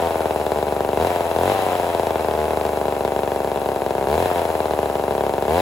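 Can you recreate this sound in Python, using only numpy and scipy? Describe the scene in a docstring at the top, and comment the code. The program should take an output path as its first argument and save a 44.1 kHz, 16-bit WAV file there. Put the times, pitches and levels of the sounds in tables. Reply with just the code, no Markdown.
"""Two-stroke chainsaw at idle

A small saw stands on a stump outdoors while its throttle is blipped four times. Each turn of the crank
sends a pressure pulse through the muffler, but at idle mostly every second to fourth turn fires, which
makes the popping. The intake throbs, the flywheel fan hisses in the cooling fins, the chain rattles as
the speed rises, and engine harmonics sing out as it falls. The yard adds a short reverberation."""
import sys
import numpy as np
from scipy import signal
from scipy.fft import rfft, irfft, next_fast_len
from scipy.io import wavfile
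from scipy.ndimage import uniform_filter1d

SR = 44100
rng = np.random.default_rng(int(sys.argv[2]) if len(sys.argv) > 2 else 0)


def log_audio(samples):
    """Write samples as a 16-bit WAV file to the path given in sys.argv[1]."""
    # one column per channel
    frames = np.atleast_2d(samples).T
    # limit to full scale, then quantise
    limited = np.clip(frames, -1, 1)
    pcm = np.round(limited * 32767).astype(np.int16)
    wavfile.write(sys.argv[1], SR, pcm)


N = 247401

CRUISE_HZ, IDLE_HZ = 80, 72  # crank speeds; a slope in db_per_hz is per hertz of crank speed
# rotation rate of the crank: time_s, speed_hz
CRANK_SPEED = [(0.0, 85.125), (0.294, 77.509), (0.637, 72.998), (0.82, 72.077), (0.958, 71.323),
               (1.071, 90.253), (1.38, 80.552), (1.507, 99.332), (1.709, 90.667), (2.136, 79.405),
               (2.32, 76.651), (2.56, 76.388), (2.9, 72.065), (3.183, 70.494), (3.481, 70.671),
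               (3.78, 68.709), (4.077, 66.501), (4.238, 92.108), (4.574, 77.558), (4.844, 72.931),
               (5.306, 69.104), (5.47, 70.068), (5.61, 94.936)]
# squeezes of the throttle: open_s, close_s
BLIPS = [(.99, 1.09), (1.385, 1.518), (4.08, 4.275), (5.5, 10)]
# firing rhythm, about 1-2 when pulling, 3 at idle, 4 when coasting: start_s, turns_per_firing
FIRING_RHYTHM = [(0, 2), (.02, 1), (.069, 3), (.105, 4), (.584, 3), (.68, 3), (.997, 1), (1.022, 2),
                 (1.068, 4), (1.263, 4), (1.385, 2), (1.515, 4), (1.588, 4), (1.663, 3), (1.751, 4),
                 (1.899, 4), (1.994, 3), (2.105, 4), (2.205, 3), (2.282, 2), (2.348, 2), (2.373, 1),
                 (2.452, 2), (2.53, 3), (2.88, 3), (3.076, 3), (3.188, 3), (3.472, 3), (3.571, 3),
                 (3.686, 2), (3.715, 3.4), (3.817, 3), (3.949, 2), (4.024, 1), (4.039, 2), (4.069, 1),
                 (4.152, 2), (4.223, 3), (4.256, 5), (4.356, 1), (4.391, 2), (4.415, 3), (4.5, 4),
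                 (4.734, 4), (4.828, 2), (4.856, 3.4), (4.952, 3), (5.078, 2), (5.12, 2), (5.292, 3),
                 (5.421, 2), (5.506, 1)]
# stumbles in which the charge only half burns: time_s
HALF_BURNS = [.4, .56, .574, .669, 1.105, 1.255, 1.55, 1.623, 1.688, 1.721, 1.833, 1.868, 1.891, 2.197,
              2.378, 2.666, 3.56, 4.491, 5.496]
# how each source follows the engine: cruise_db, slope_db_per_hz, open_throttle_db
HISS_LAW, THROB_LAW = (-40.5, 0.18, 2), (-38.5, 0.37, 8.2)
RATTLE_LAW, FIRING_LAW = (-33.5, 0.24, 1.0), (-10.5, 0.0016, 2.8)
# reverberation time of the yard: frequency_hz, t60_s
YARD_DECAY = [(150, 0.51), (700, 0.093), (3000, 0.42), (10000, 0.024)]
# spectrum of the cooling air: frequency_hz, level_db
HISS_SPECTRUM = [(3500, -62), (5800, -8), (6600, -2.5), (9000, 3.5), (11000, 1.5), (13300, 1),
                 (15800, -0.5)]
# resonances of the fins and chain: centre_hz, width_hz, above_hiss_db
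STEEL_MODES = [(6310, 90, 6), (7730, 160, 3), (8480, 120, 0), (9370, 130, 6), (10250, 260, 3),
               (10680, 70, 1), (11240, 100, -1), (12780, 140, 8), (13950, 200, 2)]
# engine harmonics that sing out while coasting: crank_order, cruise_db, slope_db_per_hz
COASTING_HARMONICS = [(8, -37, 0.55), (9, -50, 0.4), (11, -44, 0.1)]
# spectrum of the chattering clutch and chain: frequency_hz, level_db
RATTLE_SPECTRUM = [(25, -45), (60, 5), (130, 7), (300, 9.5), (750, 5.5), (1250, 6), (1600, 1), (2100, -1.5),
                   (2800, -5.5), (4000, -10), (5700, -13.5), (8000, -25)]
# resonances of the muffler's sheet metal: centre_hz, width_hz, level_db
CASING_MODES = [(1480, 60, -11), (2200, 300, -14), (2700, 73, 0.5), (3070, 94, -16), (3230, 460, -11.5),
                (4040, 120, -5.5), (3880, 300, -26), (5200, 56, -9)]
# spectrum of a suction pulse: frequency_hz, level_db
GULP_SPECTRUM = [(60, -29), (170, -15), (310, -9), (480, -4), (620, -5), (800, -1), (980, -10),
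                 (1150, -17.5), (1400, -37), (2000, -30), (4000, -79.5)]
# spectrum of the crack of hot gas: frequency_hz, level_db
CRACK_SPECTRUM = [(600, 1), (1300, -14), (1600, -13.5), (2100, 6), (2800, 2), (3900, -0.5), (5500, -11),
                  (9000, -13)]
# exhaust spectrum of a misfire: frequency_hz, level_db
CHUFF_SPECTRUM = [(60, -30.5), (170, -13), (300, -4.5), (420, 0), (540, 0), (650, 3), (760, -2),
                  (1000, -8.5), (1280, -22), (1500, -21.5), (2000, -41.5), (5000, -84.5)]
# exhaust spectrum of a fired turn: frequency_hz, level_db
BANG_SPECTRUM = [(40, -13), (80, -0.5), (130, -4.5), (240, -6), (310, -3), (400, 6.5), (520, 2), (660, 4),
                 (820, 0), (980, -2), (1250, -21), (1460, -14), (1740, -15.5), (1950, -37), (5000, -42)]
# all-pass sections that delay the lows of each kind of pulse: centre_hz, width_hz
BANG_TRAIL = [(10, 373), (324, 350), (129, 63)]
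CHUFF_TRAIL, GULP_TRAIL = [(274, 218)], [(338, 607)]
# level difference between the channels: frequency_hz, left_minus_right_db
LEFT_LEVEL = [(60, 11), (250, -3.5), (380, 0), (540, 4.5), (700, 3), (1400, 2), (2800, 2.5), (4600, 5.5),
              (6400, 0)]
# phase difference between the channels: frequency_hz, left_lead_rad
LEFT_LEAD = [(60, 0), (300, 0), (480, .7), (620, .2), (1500, .7), (3000, 1.5), (3800, 0), (7500, 0),
             (8400, -3), (9300, -3.2), (10800, -6.28), (11700, -6.28), (13200, -9.4), (13800, -9.5),
             (15000, -12.57)]


def amp(db):
    """Amplitude ratio of a level in decibels."""
    return 10 ** (np.asarray(db) / 20)


def unit(x):
    """Normalisation to an rms of 1."""
    return x / np.sqrt(np.mean(x ** 2) + 1e-20)


def along(points, hz):
    """Interpolation on a logarithmic frequency axis."""
    frequencies, values = np.transpose(points)
    return np.interp(np.log(hz + 1), np.log(frequencies + 1), values)


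def filtered(x, response):
    """Linear filtering: the spectrum is multiplied by a frequency response."""
    size = 2 * next_fast_len(N // 2 + SR // 4)
    return irfft(rfft(x, size) * response(np.fft.rfftfreq(size, 1 / SR)), size)[..., :N]


def minimum_phase(gain):
    """Folding the cepstrum gives the causal response of least delay for this gain."""
    cepstrum = irfft(np.log(gain + 1e-6))
    half = len(cepstrum) // 2
    return np.exp(rfft(np.r_[cepstrum[0], 2 * cepstrum[1:half], np.zeros(half)]))


def bass_shelf(x, below_hz, gain_db):
    """A shelving filter changes the level of the lows alone."""
    bass = filtered(x, lambda hz: 1 / (1 + (hz / below_hz) ** 4))
    return x + bass * (amp(gain_db) - 1)


def noise(spectrum, channels):
    """Spectral shaping turns white noise into coloured noise of rms 1."""
    return unit(filtered(rng.standard_normal((channels, N)), lambda hz: amp(along(spectrum, hz))))


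def wide_noise(spectrum, coherence=0.44):
    """Partial coherence: both channels share a fraction of the noise power."""
    left, right, common = noise(spectrum, channels=3)
    return np.sqrt(coherence) * common + np.sqrt(1 - coherence) * np.array([left, right])


def pulses(times, sizes):
    """An impulse train; linear interpolation places each impulse between samples."""
    at = np.clip(times * SR, 0, N)
    i = at.astype(int)
    return (np.bincount(i, sizes * (1 - at + i), N + 2) + np.bincount(i + 1, sizes * (at - i), N + 2))[:N]


def fading(x, life_s):
    """Each impulse starts an exponential decay."""
    return signal.lfilter([1], [1, -np.exp(-1 / (life_s * SR))], x)


def speed(times=np.arange(N) / SR):
    """Rotation rate of the crank in hertz, by default at every sample."""
    return np.interp(times, *np.transpose(CRANK_SPEED))


def throttle(travel_s=0.083):
    """Opening of the throttle, in linear ramps between 0 and 1."""
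    clock = np.arange(N) / SR
    ramp = lambda s: np.clip((clock - s) / travel_s + .5, 0, 1)
    return sum(ramp(opens) - ramp(closes) for opens, closes in BLIPS)


def running_db(cruise_db, slope_db_per_hz, open_throttle_db=0):
    """A source's level in decibels varies linearly with crank speed and throttle."""
    return cruise_db + slope_db_per_hz * (speed() - CRUISE_HZ) + open_throttle_db * throttle()


def yard(x):
    """Scattering from the stump, ground and nearby surfaces leaves a short diffuse tail."""
    hz, t, spectra = signal.stft(rng.standard_normal((2, SR // 4)), SR, nperseg=256)
    decay = amp(-60 * t / along(YARD_DECAY, hz)[:, None])
    tail = signal.istft(spectra * decay, SR, nperseg=256)[1]
    tail = tail / np.linalg.norm(tail, axis=1, keepdims=True)
    left, right = signal.fftconvolve(x, tail, axes=1)[:, :N]
    side = filtered(left - right, lambda hz: hz / (hz + 700))  # long waves reach both sides alike
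    return np.array([left + right + side, left + right - side]) / 2


def fan(angle, grain_db=1.5):
    """Flow noise: cooling air hisses past the fins and excites resonances of the thin steel."""
    def resonances(hz):
        peaks = sum(amp(db) ** 2 / (1 + (2 * (hz - centre) / width) ** 2)
                    for centre, width, db in STEEL_MODES)
        return np.sqrt(1 + peaks)
    grain = unit(uniform_filter1d(rng.standard_normal(N), size=50))
    shake = 1 + 0.061 * np.cos(2 * np.pi * (angle + 0.39))
    hiss = unit(filtered(noise(HISS_SPECTRUM, channels=1), resonances))
    return amp(running_db(*HISS_LAW) + grain_db * grain) * shake * hiss


def coasting_whine(angle, lead_turns=0.059):
    """Harmonics of the engine sing out and fall in pitch with the crank rate as the saw coasts."""
    phase = 2 * np.pi * (angle + lead_turns)
    return sum(amp(running_db(db, slope, open_throttle_db=-9)) * np.cos(order * phase)
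               for order, db, slope in COASTING_HARMONICS)


def clutch(angle, lowest_order=20, count=26):
    """Friction: the slipping clutch drags the chain, which buzzes on high harmonics of the crank."""
    slip = np.cumsum(rng.standard_normal(N)) / SR
    phases = rng.random((count, 2))
    buzz = sum(np.cos(2 * np.pi * (order * (angle + slip) + phase[:, None])) / order
               for order, phase in enumerate(phases, lowest_order))
    return amp(running_db(cruise_db=-48, slope_db_per_hz=0.58)) * unit(buzz)


def casing(x):
    """Modal superposition: the sheet metal rings as a sum of damped resonators."""
    def response(hz):
        return sum((-1) ** k * amp(db) * 1j * hz * width / (centre ** 2 - hz ** 2 + 1j * hz * width)
                   for k, (centre, width, db) in enumerate(CASING_MODES))
    return filtered(x, response)


def chain(angle, clatter_db=2, thinning_db_per_hz=0.76, taps_per_s=300):
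    """Impact noise: clutch and chain chatter, shaken by the piston, and links tap the housing."""
    knocks = unit(uniform_filter1d(rng.standard_normal(N), size=90))
    shake = 1 + 0.011 * np.cos(2 * np.pi * (angle - .1))
    chatter = amp(clatter_db * knocks) * wide_noise(RATTLE_SPECTRUM)
    bass_db = -12.5 - thinning_db_per_hz * (speed() - CRUISE_HZ)  # faster knocks are lighter
    chatter = bass_shelf(chatter, below_hz=395, gain_db=bass_db)
    taps = (rng.random((2, N)) < taps_per_s / SR) * rng.standard_normal((2, N))
    return amp(running_db(*RATTLE_LAW)) * shake * (chatter + amp(-13) * unit(casing(taps)))


def falling_pulse(x, spectrum, trail):
    """Group delay: each pulse is coloured and its lows trail behind, so the pop falls in pitch."""
    def response(hz):
        poles = np.prod([centre ** 2 - hz ** 2 + 1j * hz * width for centre, width in trail], axis=0)
        return minimum_phase(amp(along(spectrum, hz))) * np.conj(poles) / poles
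    return filtered(x, response)


def thinned(x, below_hz, loss_db_per_hz):
    """Shorter pulses carry less bass: the lows fall above idle speed, unless the throttle is open."""
    above_idle_hz = np.maximum(speed() - IDLE_HZ, 0)
    return bass_shelf(x, below_hz, -loss_db_per_hz * above_idle_hz * (1 - throttle()))


def intake_throb(angle):
    """Periodic flow: the crankcase draws air once a turn and radiates a tone at the crank rate."""
    return amp(running_db(*THROB_LAW)) * np.cos(2 * np.pi * (angle - .33))


def intake_gulps(times, fires, fired_db=5, slope_db_per_hz=0.03):
    """Rarefaction: later in each turn the intake port shuts and makes a suction pulse."""
    speed_hz = speed(times)
    shuts = times + .345 / speed_hz - .00128
    scatter_db = .5 * rng.standard_normal(len(times))
    level_db = 14.5 + fired_db * fires + slope_db_per_hz * (speed_hz - CRUISE_HZ) + scatter_db
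    suction = -falling_pulse(pulses(shuts, amp(level_db)), GULP_SPECTRUM, GULP_TRAIL)
    return thinned(suction, below_hz=280, loss_db_per_hz=2)


def combustion(angle, purge_db=1.71, scatter_db=1):
    """Scavenging: misfires flush burnt gas out, so the next full firing is stronger. One value a turn."""
    clock = np.arange(N) / SR
    turn = np.arange(np.ceil(angle[-1]))
    times = np.interp(turn, angle, clock)
    starts, steps = np.transpose(FIRING_RHYTHM)
    edges = np.r_[np.searchsorted(times, starts), len(turn)]
    due = np.concatenate([np.arange(a, b, step) for a, b, step in zip(edges, edges[1:], steps)])
    half = np.isin(turn, np.round(np.interp(HALF_BURNS, times, turn)))
    full = ~half & np.isin(turn, np.round(due))
    fires = full | half
    turns_since = lambda event: turn - np.maximum.accumulate(np.where(event, turn, 0))
    misfires_before = np.roll(turns_since(fires), 1)
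    purged = np.log2(1 + np.minimum(misfires_before, 3))
    burn_db = np.where(half, 0, purge_db * purged) + scatter_db * rng.standard_normal(len(turn))
    fire_db = np.interp(times, clock, running_db(*FIRING_LAW)) + burn_db
    return times, fires, fire_db, turns_since(full)


def rasp(blasts, open_throttle_db=1):
    """Impulsive excitation: each blast of hot gas cracks and rings the muffler's sheet metal."""
    blasts = blasts * amp(open_throttle_db * throttle())
    envelope = amp(-25) * fading(blasts, life_s=0.0011) + amp(-31) * fading(blasts, life_s=0.011)
    return envelope * wide_noise(CRACK_SPECTRUM) + amp(5) * casing(blasts)


def exhaust(times, fires, fire_db, since_full, ragged_s=.00004, smoulder_db=2):
    """Pulsed flow: one puff a turn leaves the muffler, a bang if it fires and a chuff if not."""
    level_scatter, time_scatter = rng.standard_normal((len(times), 2)).T
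    miss_db = -13 + 0.0752 * (speed(times) - CRUISE_HZ) + 0.5 * level_scatter
    miss_db += smoulder_db * (since_full > 2)  # by the third misfire enough mixture has built up
    strong, weak = fires * amp(fire_db), ~fires * amp(miss_db)
    late_s = ~fires * .00034  # unburnt gas leaves late
    misfiring = since_full + np.roll(since_full, 1) > 0
    opens = times - .00183 + late_s + ragged_s * misfiring * time_scatter
    bangs = falling_pulse(pulses(opens, strong), BANG_SPECTRUM, BANG_TRAIL)
    chuffs = falling_pulse(pulses(opens, weak), CHUFF_SPECTRUM, CHUFF_TRAIL)
    chuffs = thinned(chuffs, below_hz=330, loss_db_per_hz=.5)
    return amp(28.5) * bangs + amp(30.5) * chuffs + rasp(pulses(opens, strong + amp(-30) * weak))


def scene():
    """Superposition: sources driven by one crank add to the yard's reverberation."""
    angle = -.128 + np.cumsum(speed()) / SR  # in turns
    times, fires, fire_db, since_full = combustion(angle)
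    engine = intake_gulps(times, fires) + exhaust(times, fires, fire_db, since_full)
    saw = engine + coasting_whine(angle) + chain(angle) + clutch(angle)
    return saw + amp(-22) * yard(saw) + intake_throb(angle) + fan(angle)


def record(dry, low_cut_hz=44, top_hz=15850):
    """Level and phase differences spread the band-limited stereo image; the deep bass stays central."""
    sides = np.array([[.5], [-.5]])
    difference = filtered(dry[0] - dry[1], lambda hz: hz ** 2 / (hz ** 2 + 200 ** 2))

    def microphones(hz):
        level = amp(sides * along(LEFT_LEVEL, hz) * (hz > 120))
        phase = np.exp(1j * sides * along(LEFT_LEAD, hz))
        low_cut = hz ** 4 / (hz ** 4 + low_cut_hz ** 4)
        return level * phase * low_cut * (hz < top_hz)
    return filtered(dry.mean(axis=0) + sides * difference, microphones)


dry = scene()
out = record(dry)
log_audio(out)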